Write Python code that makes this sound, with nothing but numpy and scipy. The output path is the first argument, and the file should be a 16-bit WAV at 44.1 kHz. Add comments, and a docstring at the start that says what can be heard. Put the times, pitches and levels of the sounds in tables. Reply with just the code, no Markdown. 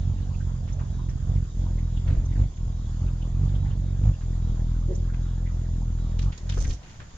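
"""The hum of a hummingbird's wings at a garden feeder, a hand's width from a stereo microphone.
Every wingbeat is a pressure pulse with a swish. The bird sips, gives a few thin chips and darts back
and forth, its downwash buffeting the microphone; on the way out its feathers brush a fibre basket.
Farther off: insects, traffic, a bird's repeated call, small peeps and one distant woof."""
import sys
import numpy as np
from scipy import signal
from scipy.fft import rfft, irfft, next_fast_len
from scipy.io import wavfile
from scipy.ndimage import uniform_filter1d, map_coordinates

SR = 44100
rng = np.random.default_rng(int(sys.argv[2]) if len(sys.argv) > 2 else 0)


def to_wav(sig):
    """Store sig (one row per channel, or 1-D mono) as 16-bit WAV at the path in sys.argv[1].

    Samples outside -1..1 are clipped; the rate is SR.
    """
    pcm = np.clip(np.atleast_2d(sig), -1, 1) * 32767
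    pcm = np.round(pcm).astype(np.int16)
    wavfile.write(sys.argv[1], SR, pcm.T)  # frames by channels


N = 316197

# steady hovering close to the microphone: time_s, beat_hz, level_db
HOVER = [(0.0, 44.82, -17.3), (0.26, 46.15, -19.2), (0.5, 43.73, -19.5), (0.84, 44.25, -19.5),
         (1.27, 42.53, -18.5), (1.62, 44.56, -15.3), (1.77, 41.11, -16.8), (2.05, 42.3, -18.7),
         (2.28, 45.6, -14.1), (2.62, 43.46, -19.0), (2.9, 39.68, -19.8), (3.35, 42.74, -17.5),
         (3.53, 47.88, -14.2), (3.95, 45.37, -17.7), (4.55, 40.84, -15.9), (5.3, 42.78, -17.9),
         (6.15, 41.23, -17.4), (6.59, 44.18, -21.4)]
# how far the bird lies flat with its bill in the feeder: time_s, feeding (0-1)
FEEDING = [(0, 0.94), (1.2, 1), (1.6, 0.3), (2.5, 0.3), (3.2, 0.3), (3.7, 0.9), (4.3, 0.01)]
# a burst of effort, then a coasting lull: peak_s, effort (1 = hard dart), lull_delay_s, lull_depth_db
DARTS = [(1.347, 0.79, 0.166, 9.6), (2.109, 0.67, 0.154, 4.9), (2.431, 0.88, 0.098, 15.2),
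         (3.06, 0.71, 0.1, 0.0), (3.428, 0.41, 0.058, 0.7), (4.078, 1.22, 0.112, 8.7),
         (6.274, 0.78, 0.096, 15.4), (6.544, 0.46, 0.07, 0.4)]
# air tearing off the feathers: frequency_hz, density_db
SWISH_SPECTRUM = [(60, -8.5), (150, 0.5), (300, -6), (500, -14), (800, -18.5), (1500, -30), (3000, -34.5),
                  (7000, -44), (9000, -54), (15000, -70.5)]
# eddies stirred by the wings: frequency_hz, density_db
EDDY_SPECTRUM = [(40, -25.5), (70, 3.5), (120, 1.5), (170, -15), (300, -37), (900, -81)]
# open garden air with far traffic: frequency_hz, density_db
GARDEN_SPECTRUM = [(20, 12.5), (60, 16.5), (150, 8.5), (300, -7), (700, -8), (1300, -12), (2000, -19.5),
                   (2600, -25), (4500, -25.5), (7000, -36.5), (8300, -42), (11000, -42.5), (15000, -53.5)]
# the insect chorus all around: frequency_hz, density_db
INSECT_SPECTRUM = [(2000, -44.5), (2700, -10), (3400, 1.5), (4300, -6), (4900, -1.5), (5700, -4),
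                   (6300, -2), (6800, 4), (7200, -2), (7600, -8.5), (8200, -28), (11000, -55)]
# stacked notes of the far bird's call: delay_s, pitch_hz, level_db, length_s
CALL_NOTES = [(0, 3875, 1, .075), (.03, 3700, -1, .17), (.03, 3300, -2.5, .18), (.02, 4080, -6, .14),
              (.04, 2920, -8, .15)]
# the clearest peeps across the garden: peak_s, level_db, pitch_hz
PEEPS = [(.19, -60, 2740), (.35, -59.5, 2550), (.412, -52.5, 1530), (.5, -51.5, 930), (.81, -51, 1000),
         (.998, -47, 1010), (1.67, -51, 954), (1.79, -54.5, 2000), (1.975, -51, 3190), (2.328, -55.5, 2030),
         (2.365, -52.5, 1650), (3.226, -53.5, 3020), (3.49, -58.5, 3400), (3.557, -54.5, 3250),
         (3.665, -54, 1900), (3.715, -56.5, 2900), (4.338, -63, 2010), (5.1, -51.5, 1510),
         (5.472, -50.5, 2060)]
# feathers brushing and flicking close by: start_s, level_db, centre_hz, t60_s
BRUSHES = [(0.677, -54, 2200, 0.2), (0.793, -51, 1200, 0.23), (1.089, -54, 2000, 0.12),
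           (2.075, -51, 1800, 0.48), (2.572, -59, 2480, 0.073), (4.034, -55.5, 2000, 0.058),
           (4.209, -52.5, 1570, 0.12), (5.138, -49.5, 1700, 0.12), (5.988, -49.5, 1500, .08),
           (6.191, -40, 3500, 0.062), (6.219, -48.5, 4800, 0.13), (6.323, -46.5, 2510, 0.13),
           (6.377, -48, 6600, 0.08), (6.495, -38, 3850, 0.077), (6.522, -48.5, 3070, 0.17),
           (6.573, -47, 1020, 0.067), (6.649, -41, 2360, 0.053), (6.707, -43, 3800, 0.086),
           (6.831, -56, 2450, 0.27), (6.898, -54, 4020, 0.079), (7.0, -46.5, 1600, 0.14)]
# the colour shared by those brushes: frequency_hz, gain_db
BRUSH_COLOUR = [(20, 21), (7000, -7), (8400, -30), (12000, -31), (15000, -44)]
# the hummingbird's rising chips: start_s, level_db, start_hz, end_hz
CHIPS = [(.724, -49.5, 5385, 6900), (1.09, -53.5, 4920, 6200), (2.251, -51.5, 5570, 6500),
         (4.949, -46.5, 5300, 7426)]
# downwash hitting the microphone: peak_s, level_db, width_s
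GUSTS = [(2.112, -25, 0.046), (2.19, -27.5, 0.059), (6.578, -29, 0.036), (6.675, -23.5, 0.042)]
# leaves and fibre rustling as the bird leaves: time_s, level_db
RUSTLE = [(6.1, -82.5), (6.5, -59), (6.8, -66), (6.87, -55), (7.02, -60.5), (7.17, -59.5)]
# the colour of that rustle: frequency_hz, density_db
LEAF_SPECTRUM = [(200, -1.5), (900, -0.5), (2200, 0.5), (3200, -5.5), (6500, -8.5), (8000, -23),
                 (14000, -34.5)]
# the bird bumping the basket: peak_s, level_db, centre_hz
BUMPS = [(6.526, -48, 3231), (6.578, -36.5, 480), (6.581, -43, 1390), (6.653, -44, 1960)]
# wing tips scraping along the basket: peak_s, level_db, width_s
SCRAPES = [(6.56, -52, .018), (6.625, -45.5, .022), (6.688, -47, 0.012), (6.73, -43.5, 0.014)]
# scraped basket fibre: frequency_hz, density_db
FIBRE_SPECTRUM = [(300, 2), (1500, -8.5), (4000, -4.5), (6400, 6), (7300, -4.5), (8300, -13.5),
                  (12000, -27), (15000, -38.5)]
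# the tail from houses and trees: frequency_hz, t60_s
YARD_DECAY = [(200, 0.55), (2000, 0.34), (9000, .15)]
# left-right likeness of the open air: frequency_hz, coherence (0-1)
COHERENCE = [(50, 0.97), (150, 0.97), (300, 0.64), (600, 0.74), (1200, 0.32), (2200, 0.23), (4000, 0.19),
             (8000, 0.14)]
# balance of the two microphone ports: frequency_hz, left_minus_right_db
PORT_BALANCE = [(50, 0.1), (130, 0), (300, -1.5), (650, -2), (1300, 2.5), (2600, -0.5), (3800, 3.5),
                (6000, -9.5), (7200, -9), (9000, -1)]
# phase of the left port against the right: frequency_hz, lead_rad
PORT_LEAD = [(40, 0), (130, -.09), (260, -.2), (520, 0.5), (860, 1.16), (1460, 1.53), (1900, 1.16),
             (3200, 0.5), (4900, 1), (6900, 4.5)]

EASY_HZ, EASY_DB = 41, -17  # beat rate and level of an easy stroke


def amp(db):
    """Decibels to gain."""
    return 10 ** (np.asarray(db) / 20)


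def unit(x):
    """Scale to rms 1."""
    return x / np.sqrt(np.mean(x ** 2) + 1e-20)


def along(points, hz):
    """Interpolate (frequency_hz, value) points on a log axis."""
    f, v = np.transpose(points)
    return np.interp(np.log(hz + 1), np.log(f + 1), v)


def curves(rows):
    """One value per sample for each column after the time."""
    times, *columns = np.transpose(rows)
    return [np.interp(np.arange(N) / SR, times, column) for column in columns]


def wobble(knot_hz):
    """A smooth random curve over the whole scene."""
    knots = rng.standard_normal(int(N * knot_hz / SR) + 4)
    return map_coordinates(knots, [np.arange(N) * knot_hz / SR])


def waver(size, knots=8):
    """A smooth random bend over one note."""
    return map_coordinates(rng.standard_normal(knots), [np.linspace(0, knots - 1, size)])


def arch(length_s):
    """A smooth rise and fall."""
    return np.hanning(int(length_s * SR))


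def swell(peak_s, rise_s, fall_s):
    """A bell curve in time."""
    t = np.arange(N) / SR - peak_s
    return np.exp(-.5 * (t / np.where(t < 0, rise_s, fall_s)) ** 2)


def swells(rows):
    """The summed envelope of (peak_s, level_db, width_s) rows."""
    return sum(amp(db) * swell(s, width, width) for s, db, width in rows)


def add(track, start_s, sound):
    """Mix a sound into a track."""
    i = int(round(start_s * SR))
    part = sound[..., max(-i, 0):N - i]
    track[..., max(i, 0):max(i, 0) + part.shape[-1]] += part


def filtered(x, response):
    """Apply a gain that depends on frequency."""
    n = x.shape[-1]
    padded = next_fast_len(n + SR // 4)
    return irfft(rfft(x, padded) * response(np.fft.rfftfreq(padded, 1 / SR)), padded)[..., :n]


def band(hz, centre_hz, q):
    """The gain of one resonance."""
    return 1 / np.sqrt(1 + (q * ((hz + 1) / centre_hz - centre_hz / (hz + 1))) ** 2)


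def air(response, size=N):
    """Coloured stereo noise of rms 1, alike on both sides in the bass."""
    def mid_side(hz):
        angle = np.arccos(np.clip(along(COHERENCE, hz), -1, 1)) / 2
        return response(hz) * [np.cos(angle), np.sin(angle)]
    mid, side = filtered(rng.standard_normal((2, size)), mid_side)
    return unit(np.array([mid + side, mid - side]))


def rush(spectrum):
    """Stereo noise shaped by (frequency_hz, density_db) points."""
    return air(lambda hz: amp(along(spectrum, hz)))


def patchy(x, depth_db):
    """Random swells, each a few hundred Hz wide and some tens of ms long."""
    spectra = signal.stft(x, nperseg=512)[2]
    field = rng.standard_normal(spectra.shape[1:])
    field = uniform_filter1d(uniform_filter1d(field, 5, axis=0), 8, axis=1)
    return signal.istft(spectra * amp(depth_db * unit(field)), nperseg=512)[1][:, :N]


def blurred_notes(rows, length_s, q):
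    """Each note is noise in a narrow resonance that swells and fades."""
    out, shape = np.zeros((2, N)), arch(length_s)
    for peak_s, db, centre_hz in rows:
        ring = air(lambda hz: band(hz, centre_hz, q) ** 2, size=len(shape))
        add(out, peak_s - length_s / 2, amp(db) * shape * ring)
    return out


def flight(dart_hz=6.76, dart_db=7.0, sag_hz_per_db=.378, leave_s=6.71, leave_db_per_s=162):
    """Effort lifts beat rate, level and thrust; a lull slows and weakens the beat; leaving fades it."""
    hover_hz, hover_db = curves(HOVER)
    effort = sum(size * swell(s, rise_s=.036, fall_s=.027) for s, size, _, _ in DARTS)
    lull_db = sum(depth * swell(s + delay, .042, .042) for s, _, delay, depth in DARTS)
    away_db = leave_db_per_s * np.maximum(np.arange(N) / SR - leave_s, 0)
    beat_hz = hover_hz + dart_hz * effort - sag_hz_per_db * lull_db
    sweep = np.tanh(effort / .72)  # the stroke widens until the wings reach full sweep
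    level_db = hover_db + dart_db * sweep - lull_db - away_db
    thrust = .029 + .045 * (hover_hz - EASY_HZ) + .47 * sweep
    return beat_hz, level_db, thrust


def wing_hum(cycles, beat_hz, level_db, thrust, feeding):
    """Each downstroke is a suction pulse, with a push of thrust before it and a weaker upstroke after."""
    beats = np.flatnonzero(np.diff(np.floor(cycles + .5)))
    t = np.arange(-SR // 20, SR // 20) / SR
    bell = lambda centre_s, width_s: np.exp(-.5 * ((t - centre_s) / width_s) ** 2)
    hum = np.zeros(N)
    for i in beats:
        # suction sets in abruptly and lets go more slowly; thrust and a flat posture make it crisper
        crisp = 1 + .9 * feeding[i] + 1.8 * thrust[i]
        rise_s = .0037 * crisp ** .27 * np.exp(rng.normal(0, .01))
        age = np.maximum(1 + t / rise_s, 0)
        down = -(age * np.exp(1 - age)) ** (3 * crisp)
        push = rng.normal(.85 * thrust[i], .1) * bell(-.005, .0015)
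        up_strength = (.12 + .23 * feeding[i]) * rng.normal(1, .6)
        up = -up_strength * bell(rng.normal(.696, .046) / beat_hz[i], .0024)
        # holding the bill in the feeder makes the strokes less even
        slip_s = rng.normal(0, .00031 * feeding[i])
        stroke_db = rng.normal(level_db[i] + 1.92, 1 + 1.2 * feeding[i])
        wake = rng.normal(.12 * (1 - feeding[i]), .08) * bell(.0105, .003)
        add(hum, i / SR + t[0] + slip_s, amp(stroke_db) * (down + push + up + wake))
    return filtered(hum, lambda hz: (1 - np.exp(-(hz / 31) ** 6)) / (1 + (hz / 700) ** 4))


def wing_swish(cycles, level_db, thrust, feeding):
    """Air tears off the feathers as each downstroke starts: more in a dart, less when lying flat."""
    pulsing = unit(amp(3 * np.cos(2 * np.pi * (cycles - .42))))
    dart_db = np.maximum(level_db + 14, 0)
    swish_db = -47.5 + .73 * (level_db - EASY_DB) - feeding + 4.8 * thrust + dart_db
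    return amp(swish_db) * pulsing * rush(SWISH_SPECTRUM)


def wings():
    """Hum, swish and eddies from a hand's width away; the eddies roughen the hum most at the feeder."""
    feeding, = curves(FEEDING)
    beat_hz, level_db, thrust = flight()
    cycles = np.cumsum(beat_hz) / SR + .012 * wobble(12)  # strokes drift ahead and behind
    hum = wing_hum(cycles, beat_hz, level_db, thrust, feeding)
    # the two microphone ports hear the near wing a little differently
    spread = amp(-25.5) * unit(wobble(.94)) * np.gradient(hum) * SR / (2 * np.pi * 70)
    swish = wing_swish(cycles, level_db, thrust, feeding)
    eddies = amp(level_db - 23.5 + 6.5 * feeding) * rush(EDDY_SPECTRUM)
    drone = np.array([hum + spread, hum - spread]) + eddies
    # the feeder stands to the right: overtones and swish lean that way while the bird sips
    overtones = filtered(drone, lambda hz: hz / (hz + 250))
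    lean = np.outer([-1, 1], .66 * feeding) * overtones
    swish_pan = amp(np.outer([-.5, .5], 2.8 * feeding - .6))
    return drone + lean + swish * swish_pan


def garden_air():
    """Open air with far traffic, drifting gently in level."""
    return amp(-44 + .9 * wobble(3)) * patchy(rush(GARDEN_SPECTRUM), depth_db=3.5)


def insects():
    """A steady, faintly shimmering chorus around the garden."""
    return amp(-61.5 + .67 * wobble(13)) * patchy(rush(INSECT_SPECTRUM), depth_db=2)


def whistle(pitch_hz, length_s, quaver_hz=13):
    """One pure note that quavers a little."""
    shape = arch(length_s) ** .5
    hz = rng.normal(pitch_hz, quaver_hz) + quaver_hz * waver(len(shape))
    return shape * np.sin(2 * np.pi * np.cumsum(hz) / SR)


def far_birds(call_db=-65, gap_s=.955, hurry_s=.031, answer_db=-68.5, answer_gap_s=.79):
    """Far off, a call of stacked notes comes round ever sooner; one note answers at an even pace."""
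    out = np.zeros(N)
    for k in range(8):
        start_s = -.06 + k * gap_s - hurry_s * k * (k - 1) / 2
        for delay_s, pitch_hz, note_db, length_s in CALL_NOTES:
            add(out, start_s + delay_s, amp(call_db + note_db) * whistle(pitch_hz, length_s))
    for k in range(5):
        add(out, 1.46 + k * answer_gap_s, amp(answer_db) * whistle(pitch_hz=3700, length_s=.11))
    return out


def peeps(faint_db=-58.5, faint_hz=2730, faint_until_s=4.4):
    """Small peeps across the garden, with four faint ones scattered in time and over an octave."""
    faint = [(faint_until_s * when, faint_db, faint_hz * 2 ** (octave - .5))
             for when, octave in rng.random((4, 2))]
    return blurred_notes(PEEPS + faint, length_s=.04, q=4.5)


def feathers(attack_s=.002, grain_db=3):
    """Close, grainy brushes, a longer scrape along the basket, and a rustle that lingers."""
    brushes = np.zeros((2, N))
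    t = np.arange(SR // 3) / SR
    for start_s, db, centre_hz, t60_s in BRUSHES:
        hiss = air(lambda hz: band(hz, centre_hz, q=1.3) * amp(along(BRUSH_COLOUR, hz)), size=len(t))
        envelope = amp(db + 4.5 - 60 * t / t60_s) * (1 - np.exp(-t / attack_s))
        add(brushes, start_s - attack_s, hiss * envelope)
    catch_and_slip = unit(amp(4.5 * wobble(120)))
    scrape = swells(SCRAPES) * catch_and_slip * rush(FIBRE_SPECTRUM)
    rustle = amp(curves(RUSTLE)[0]) * rush(LEAF_SPECTRUM)
    return (brushes + scrape + rustle) * unit(amp(grain_db * wobble(700)))


def chips(length_s=.024, bend_s=.0085):
    """The hummingbird's voice close up: a thin, slightly hoarse note sweeps up and levels off."""
    out, shape = np.zeros(N), arch(length_s) ** .52
    t = np.arange(len(shape)) / SR
    for start_s, db, start_hz, end_hz in CHIPS:
        hoarse_hz = 220 * unit(uniform_filter1d(rng.standard_normal(len(t)), size=50))
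        hz = end_hz + (start_hz - end_hz) * np.exp(-np.maximum(t - .003, 0) / bend_s) + hoarse_hz
        add(out, start_s - .002, amp(db) * shape * np.sin(2 * np.pi * np.cumsum(hz) / SR))
    return out


def downwash():
    """Puffs of wing air buffet the microphone as the bird darts past."""
    rumble = rush([(12, -16), (30, 4.5), (60, 2), (110, -20), (250, -24), (700, -38), (3000, -81)])
    return swells(GUSTS) * rumble


def woof(start_s=4.868, length_s=.088, pitch_hz=178, voice_db=-34.5, rasp_db=-37.5):
    """A distant dog: a short rough bark of which only the low throat resonances carry."""
    out, shape = np.zeros((2, N)), arch(length_s)
    hz = pitch_hz * (.95 + .07 * shape + .035 * waver(len(shape)))
    phase = 2 * np.pi * np.cumsum(hz) / SR
    voice = np.sin(2 * phase) + amp(-8) * np.sin(3 * phase)
    rasp = air(lambda f: band(f, centre_hz=420, q=2.5) ** 3, size=len(shape))
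    add(out, start_s, shape * (amp(voice_db) * voice + amp(rasp_db) * rasp))
    return out


def basket_bumps():
    """The bird knocks against the basket as it leaves."""
    return blurred_notes(BUMPS, length_s=.024, q=3)


def yard_echo(x):
    """Houses and trees return a short diffuse tail."""
    hz, t, spectra = signal.stft(rng.standard_normal((2, SR // 2)), SR, nperseg=256)
    decay = amp(-60 * t / along(YARD_DECAY, hz)[:, None])
    tail = signal.istft(spectra * decay, SR, nperseg=256)[1]
    return signal.fftconvolve(x, tail / np.linalg.norm(tail[0]), axes=1)[:, :N]


def scene():
    """The bird close to the microphone, the garden behind."""
    bumps, garden_peeps = basket_bumps(), peeps()
    near = feathers() + chips() + bumps
    far = garden_peeps + far_birds() + woof()
    direct = wings() + downwash() + near + far
    return direct + yard_echo(amp(-9) * near + amp(-7.5) * far) + garden_air() + insects()


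def record(dry):
    """The two microphone ports differ in colour and phase; nothing is kept above 14.5 kHz."""
    def ports(hz):
        colour = amp(np.outer([.5, -.5], along(PORT_BALANCE, hz)))
        phase = np.exp(np.outer([.5j, -.5j], along(PORT_LEAD, hz)))
        return colour * phase * (hz < 14500)
    return filtered(dry, ports)


dry = scene()
out = record(dry)
to_wav(out)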